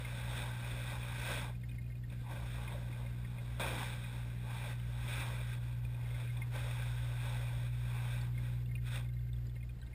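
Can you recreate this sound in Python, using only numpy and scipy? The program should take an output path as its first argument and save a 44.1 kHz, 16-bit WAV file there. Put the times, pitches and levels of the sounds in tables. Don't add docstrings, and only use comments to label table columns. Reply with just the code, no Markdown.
import sys
import numpy as np
from scipy import signal
from scipy.fft import rfft, irfft
from scipy.io import wavfile

SR = 44100
rng = np.random.default_rng(int(sys.argv[2]) if len(sys.argv) > 2 else 0)


def transcribe(signal):
    frames = np.atleast_2d(signal).T
    limited = np.clip(frames, -1, 1)
    pcm = np.round(limited * 32767).astype(np.int16)
    wavfile.write(sys.argv[1], SR, pcm)


N = 438354
TAIL = 4000


# (time [s], hiss level above 2900 Hz [dB], low end against the hiss [dB])
STROKES = [
    [(0, -58, -2), (0.25, -56, -4.5), (0.335, -54, -2.5), (0.375, -51, -3), (0.42, -53, 0),
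     (0.57, -59.5, -1.5)],
    [(0.57, -57.5, -2), (0.72, -55, -3), (0.78, -56.5, -3), (0.92, -53.5, -3.5), (1.0, -57.5, -2),
     (1.17, -54.5, -6), (1.29, -47, -4), (1.39, -50, -1.5), (1.49, -61, 3), (1.6, -85.5, 0)],
    [(2.07, -90, 6), (2.125, -64, -3), (2.175, -72.5, -9), (2.28, -68.5, 5.5), (2.31, -58.5, 4),
     (2.41, -63, 4.5), (2.51, -59.5, -4), (2.73, -61, 4.5), (2.87, -67, 1)],
    [(2.87, -64.5, 2), (3.0, -65.5, 0.5), (3.2, -69, -1), (3.32, -67.5, 1.5), (3.56, -65, -0.5),
     (3.594, -62, 2)],
    [(3.597, -48, 4), (3.62, -47.5, 3.5), (3.77, -52.5, 1.5), (3.81, -49.5, -2.5), (3.94, -56.5, -4),
     (3.98, -61, -2.5), (4.19, -61, -3), (4.3, -66.5, -0.5)],
    [(4.3, -63, -1.5), (4.36, -67.5, -2), (4.45, -65, 1), (4.51, -59, -2), (4.71, -55, -3.5),
     (4.77, -67, -4)],
    [(4.77, -66, -4), (4.87, -65, -5.5), (5.01, -60.5, -3), (5.09, -53.5, -3), (5.17, -50, -4),
     (5.31, -56.5, -1), (5.47, -60, -4.5), (5.535, -57, -7.5), (5.6, -70.5, 2)],
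    [(5.6, -68, 0), (5.63, -64, -3.5), (5.82, -72, -0.5), (5.95, -69, 1), (6.21, -61, -1),
     (6.31, -65.5, -6), (6.37, -64.5, 2.5), (6.45, -68, -0.5), (6.5, -71.5, -5)],
    [(6.5, -69, -6), (6.555, -53.5, 0.5), (6.64, -56.5, -2), (6.86, -57, -4.5), (6.95, -59.5, -3.5),
     (7.17, -59.5, -1.5), (7.26, -55.5, -3), (7.52, -60.5, -1), (7.67, -61.5, -1), (7.72, -69, -8)],
    [(7.72, -66, -1), (7.81, -63.5, -7), (7.99, -58.5, 0), (8.13, -57.5, -3.5), (8.25, -62, -1.5),
     (8.31, -75, 0), (8.41, -63.5, -2), (8.47, -63, -2.5), (8.64, -75, -6)],
    [(8.8, -84, -6), (8.875, -57, -13), (8.9, -61, -4), (8.93, -54, -6), (8.97, -52.5, -4.5),
     (9.05, -72.5, 2), (9.08, -86, 4)],
]
# (frequency [Hz], relative density [dB per Hz])
SAND_SPECTRUM = [(150, -8), (300, -12), (650, -16), (1200, -12), (1750, -14), (2750, -18), (2920, -14),
                 (3080, -16.5), (4250, -24.5), (4420, -19.5), (4620, -24.5), (5400, -21.5), (5650, -21.5),
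                 (6100, -37)]
# (frequency [Hz], half the width of each resonator [Hz], relative level [dB])
WALL_MODES = [(568, 55, -8), (683, 13, -19.5), (891, 146, -3.5), (1570, 127, 2), (1970, 230, -2),
              (2403, 265, 4.5), (3440, 285, 0.5), (3680, 230, -3)]
# rumble below 450 Hz, wall modes at 450-720 Hz, wall mode at 720-1200 Hz
LOW_SHARES_DB, LOW_DRIFT_DB = (-4, -1.6, 0.84), 2


def scrape(grains_per_s=1500, grain_db=3.0, share=0.38, catch_db=0.5, drift_db=1.5):
    t = np.arange(N) / SR
    grain_sizes = gain_of(grain_db * np.minimum(rng.exponential(1, N), 4))
    grains = grain_sizes * (rng.random(N) < grains_per_s / SR)
    grains *= rng.choice([-1., 1.], N)
    slips = share * evened(grains) + (1 - share) * rng.standard_normal(N)
    slips *= gain_of(catch_db * wander(31.7))

    sound = gain_of(10.0) * evened(coloured(slips, SAND_SPECTRUM))
    for hz, half_width, db in WALL_MODES:
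        once = resonate(slips, hz, 2.0 * half_width)
        twice = resonate(once, hz, 2.0 * half_width)
        sound += gain_of(db + drift_db * wander(9.4)) * evened(twice)

    spectrum = rfft(sound)
    band = np.digitize(np.fft.rfftfreq(N, 1 / SR), [450, 720, 1200, 2900])
    low = np.zeros(N)
    for k, db in enumerate(LOW_SHARES_DB):
        low += gain_of(db + LOW_DRIFT_DB * wander(6)) * evened(irfft(spectrum * (band == k), N))
    high = irfft(spectrum * (band > 2), N)
    high /= np.std(irfft(spectrum * (band == 4), N))

    out = np.zeros(N)
    for stroke in STROKES:
        s, level_db, low_db = np.transpose(stroke)
        weighted = high + gain_of(np.interp(t, s, low_db)) * low
        out += gain_of(np.interp(t, s, level_db, -200, -200)) * weighted
    return out


# (time [s], relative snap level [dB], snap pitch [Hz],
#               relative ring level [dB], pitch favoured by the spot [Hz])
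CLEAR_TICKS = [(0.0474, -57, 3520, -48.5, 2160), (1.0294, -51, 3250, -50.5, 2530),
               (1.5494, -70, 3560, -62, 2400), (1.6137, -66, 3630, -69, 2460),
               (1.6334, -65, 3290, -60, 2025), (1.6884, -64, 3360, -62, 2460),
               (1.6943, -57, 3680, -61, 2380), (1.713, -61, 3000, -59, 2370),
               (1.7494, -73, 3250, -64, 2380), (1.782, -72, 3800, -56, 2080),
               (1.8173, -71, 3730, -67, 2340), (1.8394, -71, 3300, -68, 2460),
               (1.861, -72, 3040, -65, 2520), (1.8986, -73, 3220, -66, 2020),
               (1.9194, -71, 3660, -64, 2260), (1.952, -74, 3170, -63.5, 2550),
               (1.9699, -65, 3750, -78, 2320), (2.0354, -64, 3400, -62, 1870),
               (2.0996, -56.5, 3590, -63, 2500), (2.6762, -54, 3180, -53.5, 2300),
               (2.9247, -63, 3500, -58, 2310), (3.0619, -57, 3670, -59, 2280),
               (3.246, -62, 3370, -60.5, 2010), (3.3834, -65, 3380, -58.5, 2295),
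               (4.038, -62, 3750, -53, 2380), (4.7985, -55, 3010, -66, 2130),
               (5.8481, -60, 3500, -56, 2460), (5.9444, -60, 3580, -58, 2420),
               (6.0094, -71, 3630, -61, 2320), (6.0554, -69, 3340, -61, 2050),
               (6.1044, -64, 3410, -59, 2240), (6.1414, -58, 3680, -55.5, 2240),
               (6.2734, -67, 2950, -56, 2370), (6.298, -70, 3560, -55.5, 2150),
               (6.37, -49.5, 3500, -55, 2420), (6.4168, -56, 3430, -46.5, 2220),
               (8.2137, -52.5, 4460, -61, 1680), (8.3454, -70, 3620, -64, 2170),
               (8.376, -63, 3420, -54, 2200), (8.4522, -55, 3440, -64, 1640),
               (8.6587, -59.5, 3530, -63, 2700), (8.6894, -68, 3560, -65, 2100),
               (8.7114, -68, 3640, -58.5, 2100), (8.752, -60, 3650, -50.5, 2590),
               (8.778, -67, 3000, -63, 2030), (8.957, -49, 3530, -49.5, 2660),
               (9.0433, -61, 3580, -66, 2330), (9.0594, -69, 3590, -67, 2200),
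               (9.0882, -61, 3550, -64, 2170), (9.1381, -64, 3940, -80, 2200),
               (9.1644, -73, 3570, -66.5, 2030), (9.191, -64, 3490, -72, 1650),
               (9.244, -74, 3090, -74, 2080), (9.3312, -54.5, 3580, -84, 2050),
               (9.3636, -60, 3350, -79, 2020), (9.4684, -60, 4820, -80, 1570),
               (9.4963, -60.5, 3450, -85, 2050), (9.5557, -66, 3960, -64, 2750),
               (9.5614, -69, 3120, -62, 2050), (9.606, -72, 3180, -63, 2460),
               (9.6274, -65, 3340, -60, 2230), (9.691, -65, 3580, -62.5, 2460),
               (9.7053, -66, 3280, -78, 2460), (9.8161, -57, 3940, -70, 1690),
               (9.827, -62, 3140, -62, 1600), (9.8645, -61, 3690, -74, 1700),
               (9.9294, -74, 3360, -62, 2250)]


def clear_ticks():
    out = np.zeros(N + TAIL)
    for s, snap_db, snap_hz, ring_db, spot_hz in CLEAR_TICKS:
        out[round(s * SR):][:TAIL] += gain_of(2.0) * tick(snap_db, snap_hz, struck(ring_db, spot_hz))
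    return out[:N]


FIZZ_DB, FIZZ_PER_S = -73.5, 50


def fizz():
    falls = rng.random(N) < FIZZ_PER_S / SR * gain_of(4.0 * wander(5))
    size = gain_of(FIZZ_DB + 1.9 * np.minimum(rng.exponential(1, N), 2.5)) * falls
    spots = rng.random((12, len(COVER_MODES) + 2))
    spot = rng.integers(0, len(spots), N)
    out = np.zeros(N)
    for k, (snap, pitch, *blend) in enumerate(spots):
        faint = tick(-14.0 * snap, 3100 + 900 * pitch, -18.0 * np.array(blend))
        out += signal.oaconvolve(size * (spot == k), faint)[:N]
    return out


# (frequency [Hz], time to fall 60 dB [s])
COVER_MODES = [(1570, 0.034), (1860, 0.047), (2130, 0.037), (2460, 0.031), (2750, 0.024)]
SPOT_DB_PER_KHZ = 32


def tick(snap_db, snap_hz, levels_db):
    loudest = max(levels_db)
    levels_db = loudest - 1.8 * (loudest - np.array(levels_db))
    ring = sum(gain_of(db) * ping(hz, t60, .004) for (hz, t60), db in zip(COVER_MODES, levels_db))
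    snap = ping(snap_hz, .022, .0015)
    click = gain_of(1.0) * ping(snap_hz, .006, .0002)
    return gain_of(snap_db - 0.5) * (snap + click) + gain_of(10.5) * ring


def struck(ring_db, spot_hz):
    away_khz = abs(np.transpose(COVER_MODES)[0] - spot_hz) / 1000
    return ring_db - SPOT_DB_PER_KHZ * (away_khz - away_khz.min())


# (time [s], level before swell and fade [dB], pitch [Hz], time to fall 60 dB [s])
HOUSING_BUMPS = [(2.123, -48, 563, 0.03), (2.747, -42, 581, 0.054), (2.896, -43, 300, 0.03),
                 (3.054, -51, 573, 0.056), (5.363, -55, 380, 0.06), (5.413, -62, 286, 0.041)]


def bumps():
    out = np.zeros(N + TAIL)
    for s, db, hz, t60 in HOUSING_BUMPS:
        out[round(s * SR):][:TAIL] += gain_of(db) * ping(hz, t60, 0.0037)
    return out[:N]


def ping(hz, t60, rise):
    t = np.arange(TAIL) / SR
    fade_db = -60 * (t / max(t60, .005)) ** 1.4
    return np.sin(2 * np.pi * hz * t) * gain_of(fade_db) * (1 - np.exp(-t / rise))


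MAINS_HZ = 59.99
# (time [s], level of the second [dB], first [dB] and third [dB] mains multiple)
HUM_LEVELS = [(0, -44, -52, -68), (0.1, -42, -48, -59.5), (1.5, -42.5, -48.5, -60), (2.2, -43.5, -48, -59),
              (3.0, -42, -47.5, -58), (4.1, -42.5, -48, -59.5), (4.7, -41, -48, -60.5),
              (5.3, -40, -47.5, -64), (5.85, -40, -46.5, -63), (6.5, -39, -49, -84),
              (7.0, -38.5, -45, -70.5), (7.8, -38, -45, -66), (8.2, -37.5, -44.5, -60),
              (9.0, -39, -46, -60.5), (9.4, -40.5, -42.5, -72), (9.6, -43.5, -47, -70),
              (9.94, -51.5, -45.5, -72)]
# (multiple [count], level around which it wavers [dB])
HUM_OVERTONES = [(5, -76), (6, -79)]
FOURTH_DB = -7.5


def pumps():
    t = np.arange(N) / SR
    s, *levels = np.transpose(HUM_LEVELS)
    second, first, third = (np.interp(t, s, db) for db in levels)
    partials = [
        (1, first + 1.06 * wander(1.3)),
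        (2, second),
        (3, third + 1.5 * wander(1.8)),
        (4, third + FOURTH_DB + 2.0 * wander(4.3)),
    ]
    partials += [(round(k), db + 2.1 * wander(2.1)) for k, db in HUM_OVERTONES]
    hum = sum(gain_of(db) * np.cos(2 * np.pi * k * MAINS_HZ * t) for k, db in partials)
    return np.sqrt(2) * hum


WATER_DB = -52
# (frequency [Hz], relative density [dB per Hz])
WATER_SPECTRUM = [(8, -25), (27, -23), (36, -6.5), (45, -5), (56, -3), (65, 1), (80, -7), (150, -9.5),
                  (280, -21), (1120, -37.5), (1880, -35.5), (2890, -40), (5000, -42.5), (6100, -48)]


def water():
    flow = rng.standard_normal(N) * gain_of(1.6 * wander(14))
    return gain_of(WATER_DB) * evened(coloured(flow, WATER_SPECTRUM))


def gain_of(db):
    return 10 ** (np.asarray(db) / 20)


def evened(x):
    return x / np.sqrt(np.mean(x ** 2) + 1e-20)


def coloured(x, points):
    f, db = np.transpose(points)
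    hz = np.fft.rfftfreq(len(x), 1 / SR)
    curve_db = np.interp(np.log(hz + 1), np.log(f + 1), db, -60, -90)
    return irfft(rfft(x) * gain_of(curve_db), len(x))


def resonate(x, hz, width):
    r = np.exp(-np.pi * width / SR)
    return 2 * signal.lfilter([1 - r], [1, -r * np.exp(2j * np.pi * hz / SR)], x).real


def wander(hz):
    lowpass = signal.butter(2, hz, fs=SR, output="sos")
    return evened(signal.sosfilt(lowpass, rng.standard_normal(N)))


def scene():
    return (scrape() + clear_ticks() + fizz() + bumps() + pumps() + water())[None]


SAMPLING_HZ, HOLD = 12000, 4
BLOCK_S, BLOCK_START_S = 1001 / 30000, .005
EDGE_HZ = 15380


def record(dry):
    held = np.repeat(signal.resample_poly(dry, SAMPLING_HZ, SR, axis=1), HOLD, axis=1)
    held_hz = SAMPLING_HZ * HOLD
    n = np.arange(held.shape[1])
    block = np.floor((n / held_hz - BLOCK_START_S) / BLOCK_S)
    late = (2 * block % 5 < 2).astype(int)
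    shifted = held[:, np.maximum(n - late, 0)]
    out = signal.resample_poly(shifted, SR, held_hz, axis=1)[:, :N]
    lowpass = signal.firwin(1023, EDGE_HZ, window=("kaiser", 9), fs=SR)
    return signal.oaconvolve(out, lowpass[None], "same")


dry = scene()
out = record(dry)
transcribe(out)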